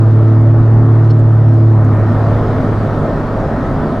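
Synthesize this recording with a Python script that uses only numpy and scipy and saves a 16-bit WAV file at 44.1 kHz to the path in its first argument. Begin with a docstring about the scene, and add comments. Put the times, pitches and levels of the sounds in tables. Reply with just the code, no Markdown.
"""A six-cylinder engine booms inside a car on a highway at night, then the driver eases off.
The boom comes from the cylinders firing, three times per turn of the crankshaft. Tyres roar through
the body, air hisses at the windows, two faint whines hold steady, and there are small clicks, a
rattle and a squeak. An automatic gain control holds the boom down, so the road noise comes up as
the boom fades."""
import sys
import numpy as np
from scipy import signal
from scipy.fft import rfft, irfft, next_fast_len
from scipy.io import wavfile
from scipy.ndimage import uniform_filter1d, minimum_filter1d, map_coordinates

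SR = 44100
rng = np.random.default_rng(int(sys.argv[2]) if len(sys.argv) > 2 else 0)


def master_out(mix):
    """Clip the mix to full scale and print it as 16-bit PCM to the path in sys.argv[1]."""
    frames = np.transpose(np.atleast_2d(mix))
    ceiling = np.clip(frames, -1, 1)
    pcm = np.round(ceiling * 32767).astype(np.int16)
    wavfile.write(sys.argv[1], SR, pcm)


N = 176400  # 4 seconds

# How fast the crankshaft turns: time_s, speed_hz
CRANK_SPEED = [(0, 36.6), (.43, 36.8), (.6, 37.25), (1, 37.28), (1.42, 36.93), (1.67, 37.07), (1.91, 35.2),
               (2.2, 35.8), (3, 35.15), (3.5, 34.7), (4, 35.1)]
# How loud the engine booms as it works: time_s, level_db
ENGINE_LOAD = [(0, -2.5), (.8, -0.5), (1.35, -2.5), (1.67, -1.5), (1.85, -4), (2.1, -10), (2.5, -16),
               (2.9, -17), (3.1, -24), (4, -29.5)]
# Weaker engine tones, set against the boom: cycles_per_turn, level_db
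ENGINE_TONES = [(2, -28.5), (4, -16.5), (5, -31), (6, -24), (7, -19), (9, -18), (11, -32), (12, -28),
                (16, -42)]
# Tone colour of the tyre roar: pitch_hz, level_db
TYRE_COLOUR = [(15, -35), (38, -27.5), (70, -32), (120, -30.5), (190, -33), (330, -35), (490, -38),
               (780, -40), (920, -42.5), (1200, -44.5), (1500, -49.5), (1850, -56.5), (2100, -60),
               (2700, -70), (5000, -100)]
# Pitches at which the tyres and cabin ring: pitch_hz, width_hz, boost_db
CABIN_RESONANCES = [(150.5, 14, 8.5), (218, 11, 5), (260.4, 59, 5), (412, 35, 2.5), (580.4, 52, 4.5),
                    (1296, 45, 5.5), (1827, 70, 6)]
# Rougher road makes the tyres louder: time_s, boost_db
ROAD_ROUGHNESS = [(0, 0.9), (.9, 1.5), (1.3, -0.8), (1.66, -0.5), (1.8, 2.5), (2.3, 1.36), (2.7, 0.34),
                  (3.15, 0.04), (3.7, 0.2), (4, -0.1)]
# Steady whines: pitch_hz, level_db
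WHINE_TONES = [(633.2, -34.5), (667.6, -35)]
# Tone colour of the air at the windows: pitch_hz, level_db
AIR_COLOUR = [(500, -18), (2000, -5.5), (3200, 2), (4300, -0.5), (5600, -6), (7000, -11), (8600, -16.5),
              (10300, -16.5), (12500, -23), (15500, -27.5)]
# Faint, brief clicks and high ticks: peak_s, level_db, pitch_hz, width_octaves, swell_s
FAINT_CLICKS = [(0.414, -54, 6000, .8, .003), (1.047, -48, 4200, .5, 0.0055),
                (1.063, -45.5, 4960, 1.1, .0012), (1.197, -54, 7500, .25, .004),
                (1.334, -45.5, 4530, 1.2, .0012), (1.542, -47, 5020, 1, .002),
                (1.849, -48, 6460, 0.49, 0.0027), (1.945, -57.5, 8040, .6, 0.01),
                (1.997, -57.5, 13000, .1, 0.0022)]
# Pitches at which the squeaking panel rings: pitch_hz, width_hz, level_db
PANEL_RESONANCES = [(3100, 1100, -8), (4380, 560, -2.5), (5300, 380, -4.5), (7450, 1000, -22.5)]
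# How loud the loose trim rattles: time_s, level_db
RATTLE_LEVEL = [(0, -53.5), (.65, -54.5), (1.2, -59.5), (1.7, -64), (1.9, -58.5), (2.2, -68), (4, -76)]
# Tone colour of the rattle: pitch_hz, level_db
RATTLE_COLOUR = [(1000, -10.5), (3000, 1), (7000, -1), (10000, -3.5), (15000, -9.5)]
# How alike the noise is in both ears (1 is the same): pitch_hz, likeness
EAR_LIKENESS = [(60, 0.95), (110, 0.96), (210, 0.99), (400, 1), (750, 0.95), (1410, 0.92), (2660, 0.6)]
# How much louder the left side is than the right: pitch_hz, level_db
LEFT_BALANCE = [(30, -1.3), (100, -.7), (300, -.5), (1000, .3), (4000, 1.1)]
# How far the left wave runs ahead of the right: pitch_hz, lead_radians
LEFT_LEAD = [(0, 0.015), (1550, 0.1), (2840, 0.0)]


def engine():
    """The firing cylinders boom in the cabin; weaker tones waver around that boom."""
    firings_per_turn = 3
    crank_angle = 2 * np.pi * np.cumsum(curve(CRANK_SPEED)) / SR
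    load_db = curve(ENGINE_LOAD)
    tone = np.sin(firings_per_turn * crank_angle) * amp(load_db + .63 * wobble(14))
    for cycles, level_db in ENGINE_TONES:
        phase = cycles * crank_angle + rng.uniform(0, 2 * np.pi) + .3 * wobble(12)
        # High tones fade faster when the driver eases off.
        drive_db = load_db * (1.2 if cycles > 2 * firings_per_turn else 1)
        tone += amp(drive_db + level_db + 2 * wobble(7)) * np.sin(phase)
    return np.sqrt(2) * tone


def tyre_roar(level_db=-15.5):
    """Rolling tyres make the cabin ring, and swell a little where the road is rough."""
    def colour(hz):
        boost_db = sum(resonance(hz, pitch, width, db) for pitch, width, db in CABIN_RESONANCES)
        return along(TYRE_COLOUR, hz) + boost_db
    return amp(level_db + curve(ROAD_ROUGHNESS) + .5 * wobble(7)) * rush(colour, patchy_db=1.07)


def whines():
    """Two close tones, likely from the drive train, keep their pitch but waver in level."""
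    t, out = np.arange(N) / SR, np.zeros(N)
    for pitch_hz, level_db in WHINE_TONES:
        gain = np.sqrt(2) * amp(level_db + 1.5 * wobble(5))
        out += gain * np.sin(2 * np.pi * pitch_hz * t + .51 * wobble(3.7))
    return out


def window_air(level_db=-48):
    """Air flows past the glass with a soft, steady hiss."""
    return amp(level_db + .25 * wobble(6)) * rush(lambda hz: along(AIR_COLOUR, hz), patchy_db=1.7)


def faint_clicks():
    """Faint, brief clicks and high ticks, each a short swell of noise."""
    t, out = np.arange(N) / SR, np.zeros(N)
    for peak_s, level_db, pitch_hz, width_octaves, swell_s in FAINT_CLICKS:
        noise = rng.standard_normal(N)
        band = filtered(noise, lambda hz: bump(np.log2((hz + 1) / pitch_hz), width_octaves))
        out += amp(level_db) * unit(band) * bump(t - peak_s, swell_s)
    return out


def panel_squeak(peak_s=1.109, swell_s=.006, level_db=-36.5):
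    """A plastic panel slips once and rings."""
    def panel(hz):
        return sum(resonance(hz, pitch, width, amp(db)) for pitch, width, db in PANEL_RESONANCES)
    ring = filtered(rng.standard_normal(N), panel)
    return amp(level_db) * unit(ring) * bump(np.arange(N) / SR - peak_s, swell_s)


def trim_rattle(hits_per_s=40, spread_db=3.5, fade_s=.004):
    """Loose trim chatters in faint random ticks while the engine booms."""
    hits = (rng.random(N) < hits_per_s / SR) * amp(spread_db * rng.standard_normal(N))
    fading_hits = signal.lfilter([1], [1, -np.exp(-1 / (fade_s * SR))], hits)
    fizz = rush(lambda hz: along(RATTLE_COLOUR, hz), patchy_db=2)
    return amp(curve(RATTLE_LEVEL)) * fading_hits * fizz


def rush(colour, patchy_db):
    """Stereo noise with random louder and softer patches; colour gives the dB at each pitch."""
    spectrum = signal.stft(rng.standard_normal((2, N)), nperseg=512)[2]
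    patches = uniform_filter1d(rng.standard_normal(spectrum.shape[1:]), size=5, axis=0)
    patches = uniform_filter1d(patches, size=14, axis=1)
    pair = signal.istft(spectrum * amp(patchy_db * unit(patches)), nperseg=512)[1][:, :N]
    spread = lambda hz: np.arccos(np.clip(along(EAR_LIKENESS, hz), -1, .998)) / 2
    mid, side = filtered(pair, lambda hz: amp(colour(hz)) * [np.cos(spread(hz)), np.sin(spread(hz))])
    return unit(np.array([mid + side, mid - side]))


def resonance(hz, pitch_hz, width_hz, height):
    """A peak around the pitch at which something rings."""
    return height / (1 + (2 * (hz - pitch_hz) / width_hz) ** 2)


def bump(offset, width):
    """A bell-shaped curve, highest at offset 0."""
    return np.exp(-.5 * (offset / width) ** 2)


def amp(db):
    """Turn decibels into a gain."""
    return 10 ** (np.asarray(db) / 20)


def unit(x):
    """Scale to an average (rms) level of 1."""
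    return x / np.sqrt(np.mean(x ** 2) + 1e-20)


def along(points, hz):
    """Read between (pitch_hz, value) points, with octaves evenly spaced."""
    pitches, values = np.transpose(points)
    return np.interp(np.log(hz + 1), np.log(pitches + 1), values)


def curve(rows):
    """Join (time_s, value) points into one value per sample."""
    return np.interp(np.arange(N) / SR, *np.transpose(rows))


def wobble(rate):
    """A smooth curve through random points, rate of them a second."""
    return map_coordinates(rng.standard_normal(400), [np.arange(N) * rate / SR], mode='mirror')


def filtered(x, response):
    """Scale each pitch in x by response(hz)."""
    size = next_fast_len(N + SR // 2)
    return irfft(rfft(x, size) * response(np.fft.rfftfreq(size, 1 / SR)), size)[..., :N]


def scene():
    """The mix from the front seat: bass a little to the right, treble a little to the left."""
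    cabin = engine() + whines() + tyre_roar() + window_air() + faint_clicks() + trim_rattle()
    cabin += amp([[2], [-2]]) * panel_squeak()  # toward the left
    sides = np.array([[.5], [-.5]])
    balance = lambda hz: amp(sides * along(LEFT_BALANCE, hz))
    lead = lambda hz: np.exp(1j * sides * along(LEFT_LEAD, hz))
    return filtered(cabin, lambda hz: balance(hz) * lead(hz))


def record(dry):
    """Gain control turns loud sound down, a limiter catches peaks, and the highest treble is cut."""
    threshold_db, cut_per_db, window_s = -10.5, .57, .36
    power = np.abs(uniform_filter1d(np.mean(dry ** 2, axis=0), size=int(window_s * SR)))
    over_db = np.maximum(10 * np.log10(power + 1e-12) - threshold_db, 0)
    levelled = dry * amp(-cut_per_db * over_db)
    hold = int(.012 * SR)  # the limiter holds for 12 ms
    safe_gain = 1 / np.maximum(np.abs(levelled).max(axis=0), 1)
    limiter_gain = uniform_filter1d(minimum_filter1d(safe_gain, size=hold), size=hold)
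    return filtered(levelled * limiter_gain, lambda hz: hz < 15700)


dry = scene()
out = record(dry)
master_out(out)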